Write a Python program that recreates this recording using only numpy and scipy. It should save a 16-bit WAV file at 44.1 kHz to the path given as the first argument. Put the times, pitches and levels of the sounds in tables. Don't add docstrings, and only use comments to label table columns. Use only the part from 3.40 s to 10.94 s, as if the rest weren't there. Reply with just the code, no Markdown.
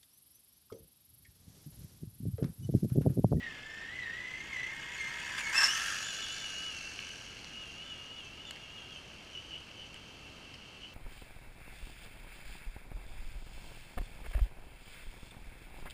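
import sys
import numpy as np
from scipy import signal
from scipy.fft import rfft, irfft
from scipy.io import wavfile
from scipy.ndimage import uniform_filter1d

SR = 44100
rng = np.random.default_rng(int(sys.argv[2]) if len(sys.argv) > 2 else 0)


def unload_wav(signal):
    wavfile.write(
        sys.argv[1],
        SR,
        np.round(np.clip(np.atleast_2d(signal).T, -1, 1) * 32767).astype(np.int16),
    )


def convert_level_to_amplitude(level_db):
    exponent = np.asarray(level_db, float) / 20
    return 10 ** exponent


N = 332514
TIME = np.arange(N) / SR
PASSING = (2.15, 2.98)
SPUR_TEETH = 68
WHINE_ORDER, PINION_ORDER = .856, .382


def evened(x):
    return x / np.sqrt(np.mean(x ** 2) + 1e-20)


def curves(rows):
    s, *columns = np.transpose(rows)
    return [np.interp(TIME, s, column) for column in columns]


def wander(hz):
    return evened(signal.lfilter(*signal.butter(2, hz, fs=SR), rng.standard_normal(N)))


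def tone(turns, db):
    return np.sqrt(2) * convert_level_to_amplitude(db) * np.cos(2 * np.pi * turns)


def resonate(x, hz, width):
    pole = np.exp((2j * np.pi * hz - np.pi * width) / SR)
    ring = signal.lfilter([(1 - abs(pole)) ** 2], [1, -2 * pole, pole ** 2], x + 0j)
    return 2 * ring.real


def gears(teeth):
    runout = [(1, .26, 0), (2, .45, 1.9), (3, .2, 2.5), (4, .22, 3.2)]
    # time [s], share [0-1].
    load = [(0, 1), (1.25, 1), (1.32, .35), (2.1, .5), (2.2, .5), (2.5, .5), (5.8, .5), (5.95, .9),
            (7.54, .9)]
    # time [s], level [dB].
    current = [(.95, 1), (1.05, 4.5), (1.2, -8), (1.35, 4), (1.8, -1), (2.03, -8), (2.2, -8), (2.55, -8),
               (2.73, -1.5), (3.31, 3), (3.39, 0), (4.03, -18), (4.15, 4), (4.85, 3), (5.5, 3.7),
               (5.62, -7.5), (6.25, -6), (7.54, 0.5)]
    # level when close [dB], share of the distance loss, change once turned away [dB].
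    overtone_levels = [
        (-32.5, 1.07, -8),
        (-43.5, 0.96, -10),
    ]
    # level when close [dB], share of the distance loss, change once turned away [dB],
    # share of the motor current.
    low_levels = [
        (-48.5, 0.648, -3, 0.655),
        (-41.5, 0.88, -11, .1),
        (-55.5, 0.66, 3, 0.13),
    ]
    hz = mesh_hz()
    bite_db = slips()[1]
    current_db = curves(current)[0]

    uneven = sum(depth * np.cos(2 * np.pi * k * teeth / SPUR_TEETH + phase) for k, depth, phase in runout)
    throb = 1 + curves(load)[0] * uneven + .2 * wander(120)
    slap = teeth + np.interp(TIME, (2.2, 2.34), (.036, .085)) * wander(200)

    mesh_db = heard(close_db=-31, share=.4, away_db=-10) + ringing(hz) + bite_db
    mesh = tone(slap, mesh_db - 1)
    ring_shares = (0.75, 0.41)
    for k, part, ring in zip((2, 3), overtone_levels, ring_shares):
        overtone_db = heard(*part) + ring * ringing(k * hz) + 0.49 * bite_db
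        mesh += tone(k * slap, overtone_db - 2 + 4 * wander(22))
    fourth_db = overtone_db + np.interp(TIME, PASSING, (-9, -15))
    mesh += tone(4 * slap, fourth_db - 2 + 4 * wander(22))

    whine_db = heard(close_db=-37.5, share=0.58, away_db=.3) + current_db + ringing(WHINE_ORDER * hz)
    clean = tone(WHINE_ORDER * teeth, whine_db + 1.5 * wander(9.3))
    for k, (*part, pull) in zip((PINION_ORDER, WHINE_ORDER / 2, 1 / 2), low_levels):
        low_db = heard(*part) + pull * current_db + ringing(k * hz)
        clean += tone(k * teeth, low_db + 2.67 * wander(23))
    return throb * mesh + clean


def mesh_turns():
    return np.cumsum(mesh_hz() * (1 + .0025 * wander(40))) / SR


def mesh_hz():
    # time [s], gear mesh [Hz].
    throttle = [(0, 1871), (.3, 1775), (.43, 1821), (.9, 2032), (1.41, 2163), (1.81, 2225), (2.11, 2299),
                (2.165, 2680), (2.26, 2707), (2.3, 2920), (2.39, 3147), (2.56, 3276), (2.7, 3425),
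                (3.25, 3418), (3.5, 3150), (4.4, 3364), (5.7, 3205), (7.54, 3135)]
    return curves(throttle)[0] * (1 + slips()[0] / 100)


def slips():
    # time of top speed [s], lift [%], sag [%], length of the fall [s], bite of the teeth [dB].
    grips = [(0.0, 4, 6.8, 0.16, 4), (.565, 7.5, 4.9, 0.13, 4), (1.074, 6.5, 6.08, 0.13, 4.5),
             (1.529, 4.5, 5, 0.1217, 6), (1.969, 5, 4.56, .115, 14.5), (2.144, 0.2458, 0.404, 0.0788, 1.5),
             (2.67, 3.5, 2.07, 0.0642, 7), (2.809, 1.5, 2.47, 0.075, 13), (2.967, 3, 2.4, 0.158, 5.5),
             (3.26, 0.95, 3.76, .12, 5), (3.571, -0.27, 5.2, 0.1256, 3), (4.19, 2, 3.8, 0.12, 7),
             (4.471, 4.5, 1, 0.1045, 7), (4.76, 3.5, 6.5, 0.11, 11), (5.05, 8, 2.33, 0.096, 12.5),
             (5.21, 1.47, 0.21, .07, 8.5), (5.352, 3.5, 0.28, 0.074, 13.5), (5.5, 3.5, 3.3, 0.0689, 16),
             (5.892, 0.2, 8.4, 0.078, 8), (6.051, -1.5, 8.8, 0.098, 7.5), (6.34, -2, 6.1, 0.083, 9.5),
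             (6.575, 0.96, 2.6, 0.11, 8.5), (7.229, 3.5, .1, 0.076, 3), (7.373, 0.8, 6, 0.071, 7.5)]
    spin_up, recover, bite_at = .85, 1.01, .25
    ease = 0.786
    slack_db = -0.14
    inertia_s = 0.023
    speed, bite_db = np.zeros((2, N))
    for s, lift, sag, fall, db in grips:
        knots = s + fall * np.array([-spin_up, 0, 1, 1 + recover])
        stage = np.interp(TIME, knots, range(4))
        stage -= ease * np.sin(2 * np.pi * stage) / (2 * np.pi)
        speed += np.interp(stage, range(4), [0, lift, -sag, 0])
        bite_times = [*knots[:2], s + bite_at * fall, *knots[2:]]
        bite_db += np.interp(TIME, bite_times, [0, slack_db * lift, db, db, 0])
    return uniform_filter1d(speed, int(inertia_s * SR), mode="nearest"), bite_db


def heard(close_db, share, away_db):
    # time [s], level [dB].
    near_levels = [(0, -59.5), (.09, -56), (.5, -56.5), (1.0, -54), (1.5, -49.5), (1.95, -43), (2.12, -42),
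                   (2.14, -33), (2.24, -26), (2.3, -35), (2.48, -35), (2.68, -40.5), (3.2, -44.5),
                   (4.1, -53), (5.1, -59), (5.7, -58.5), (7.4, -62.5), (7.54, -65.5)]
    full_close_db = -30
    distance_db = curves(near_levels)[0] - full_close_db
    return close_db + share * distance_db + np.interp(TIME, PASSING, (0, away_db))


def ringing(hz):
    # resonance [Hz], width [Hz], gain [dB].
    ring_modes = [(1033, 234, -1), (1300, 133, -2.5), (1372.5, 70, -1), (1838.4, 204, -5.7),
                  (1998, 192, -4.3), (2120, 90, -10), (2680, 270, -5), (2920, 170, 0.2), (3412, 238, -17),
                  (3780, 600, -6.5), (5350, 160, 4), (6028, 847, -4), (6990, 488, -6), (8370, 3850, -8.5)]
    return 20 * np.log10(sum(convert_level_to_amplitude(db) / (1 + (2 * (hz - f) / width) ** 2) ** 1.51 for f, width, db in ring_modes))


def chatter(teeth):
    # centre [Hz], width [Hz], level from the front [dB],
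    # level from behind [dB].
    shell = [(656, 350, -25, -4.5), (985.4, 147, -4, -25.5), (1097, 33.2, -3.5, -1), (1300, 101.7, 1, 0.5),
             (1572, 98, 3.5, 10.5), (1760, 176, 7.5, 3), (2260, 480, -35, -67)]
    case = [(2117, 54, 7.5, -16), (2188, 241, -13, -8), (2580, 383, -4.5, -14.5), (2667, 103, 2.5, 0),
            (2911, 70, 0, 0.5), (3314, 260, -39.5, -9), (3320, 195, -1.5, -3.5)]
    fizz = [(4326, 380, -9, -0.5), (4800, 92, -1, 1), (5660, 575, -4.5, -0.5), (6864, 620, 0.5, -1.5),
            (7040, 822, -1, -4.5), (9140, 1830, -19.5, -18), (11820, 3100, -24, -28.5)]
    # level when close [dB], share of the distance loss, change once turned away [dB],
    # share of a jolt.
    rattle_levels = [
        (-24, 0.988, -9.5, 0.587),
        (-33, 0.571, 0.85, 0.97),
        (-30, 1.005, -0.04, 0.86),
    ]
    # time [s], extra level [dB], length [s].
    jolts = [(0.247, -1, .15), (1.154, 3, .2), (1.56, 1.5, 0.12), (1.993, 6, 0.061), (2.43, 0, .06),
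             (3.09, 2, 0.076), (3.233, 0.5, .15), (3.686, 1.5, .5), (4.161, -0.5, 0.13), (4.741, -0.5, .1),
             (5.58, 0.5, 0.11), (5.95, 2.5, 0.11), (6.128, 1, 0.13), (7.43, 4, 0.069)]
    spur_turns = teeth / SPUR_TEETH
    bunch = 1 + .3 * np.cos(4 * np.pi * spur_turns) + .15 * np.cos(2 * np.pi * spur_turns)
    jolt_db = sum(db * np.clip(1 - 2 * abs(TIME - s) / length, 0, 1) for s, db, length in jolts)
    out = np.zeros(N)
    for (*part, shake), modes, spread_db in zip(rattle_levels, (shell, case, fizz), (2.5, 2.5, 1.0)):
        force = convert_level_to_amplitude(spread_db * np.minimum(rng.exponential(1, N), 4))
        struck = rng.random(N) < 11000 / SR
        hits = rng.standard_normal(N) * force * struck
        level_db = heard(*part) + shake * jolt_db - 6 + 0.36 * wander(9.2)
        out += convert_level_to_amplitude(level_db) * evened(body(bunch * hits, modes))
    return out


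def body(x, modes):
    out = np.zeros(len(x))
    for k, (hz, width, front_db, back_db) in enumerate(modes):
        side_db = np.interp(TIME, PASSING, (front_db, back_db))
        out += (-1) ** k * convert_level_to_amplitude(side_db) * resonate(x, hz, 1.76 * width)
    return out


def whistle():
    # time [s], pitch [Hz], level [dB].
    whistle_line = [
        (1.5, 3340, -86),
        (1.57, 3415, -62),
        (1.85, 3397, -57),
        (1.9, 3390, -101),
    ]
    hz, db = curves(whistle_line)
    sounding = (TIME > whistle_line[0][0]) * (TIME < whistle_line[-1][0])
    return tone(np.cumsum(hz) / SR, db + 4.6 * wander(16.0)) * sounding


def snaps():
    # time [s], peak [dB], then dull knock, click and crack [dB against the peak].
    twigs = [(3.3486, -36, -18, -12, -17), (3.5764, -40, -20, -14, -25), (3.5898, -27, -10.5, -23, -39),
             (4.045, -44.5, -5.5, 3, -35), (5.0519, -35.5, -25.5, -16.5, -39),
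             (5.109, -30, -14, -14, -11.5), (5.1374, -47, -15, -19, -16.5), (5.1602, -43.5, -6, -7.5, -29),
             (5.1695, -47, -2, -17, -22), (5.5051, -50, -19, -5, -27), (5.56, -34.5, -24, -17.5, -36),
             (6.543, -37.5, -25, -17, -14.5), (6.562, -44, -7.5, -24.5, -24), (7.1405, -40.5, -14, -9, -18),
             (7.1446, -46.5, -19, -3.5, -24), (7.1536, -44.5, -11, -21, -17)]
    # (Hz, width Hz)
    colours = [(2900, 350), (2200, 700), (4900, 1600), (7300, 3300)]
    length = 900
    out, t = np.zeros(N + length), np.arange(length) / SR
    for s, db, *parts_db in twigs:
        burst = rng.standard_normal(length) * convert_level_to_amplitude(-60 * t / 0.0039) * np.minimum(t / 0.0004, 1)
        start = round(s * SR)
        for (hz, width), part_db in zip(colours, [-4, *np.add(parts_db, 8)]):
            band = resonate(burst, hz, width)
            out[start:start + length] += convert_level_to_amplitude(db + part_db) * band / abs(band).max()
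    return out[:N]


def trees(x):
    t = np.arange(SR // 3) / SR
    trunks = (rng.random(len(t)) < .04) * (t > .006)
    taps = rng.standard_normal(len(t)) * trunks * convert_level_to_amplitude(-60 * t / .5)
    echoes = signal.oaconvolve(x, taps / np.linalg.norm(taps))[:N]
    return signal.lfilter(*signal.butter(2, 5000, fs=SR), echoes)


def forest():
    # frequency [Hz], level [dB per Hz].
    air_colour = [(20, -5), (53, 1.5), (139, -1), (410, -7), (1050, -12.5), (1830, -15.5), (3400, -15.5),
                  (3800, -20), (4400, -14), (6200, -27.5), (7740, -27.5), (12400, -38), (13800, -36.5),
                  (15100, -45)]
    # centre [Hz], width [Hz], level [dB].
    air_modes = [(2810, 130, -68.5), (2680, 72, -87), (3110, 150, -63), (1280.6, 98, -73.5)]
    hz = np.fft.rfftfreq(N, 1 / SR)
    f, db = np.transpose(air_colour)
    colour = convert_level_to_amplitude(np.interp(np.log(hz + 1), np.log(f + 1), db))
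    noise = evened(irfft(rfft(rng.standard_normal(N)) * colour, N))
    out = convert_level_to_amplitude(-54.5 + 0.335 * wander(5.2)) * noise
    for centre, width, mode_db in air_modes:
        out += convert_level_to_amplitude(mode_db) * evened(resonate(rng.standard_normal(N), centre, width))
    return out


def scene():
    teeth = mesh_turns()
    near = gears(teeth) + snaps()
    mix = near + convert_level_to_amplitude(-9.5) * trees(near) + chatter(teeth) + whistle() + forest()
    return mix[None]


def top_cut(x):
    return signal.sosfilt(signal.butter(12, 15210, fs=SR, output="sos"), x)


def record(dry):
    # centre [Hz], width [Hz], share cancelled [0-1].
    dead_spots = [(2590, 31, 0.1), (3121, 240, 0), (3370, 230, 1)]
    inside = dry - sum(share * resonate(dry, hz, width) for hz, width, share in dead_spots)
    edge = signal.firwin(511, 15230, window=("kaiser", 9), fs=SR)
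    return top_cut(signal.oaconvolve(inside, edge[None], "same"))


dry = scene()
out = record(dry)
unload_wav(out)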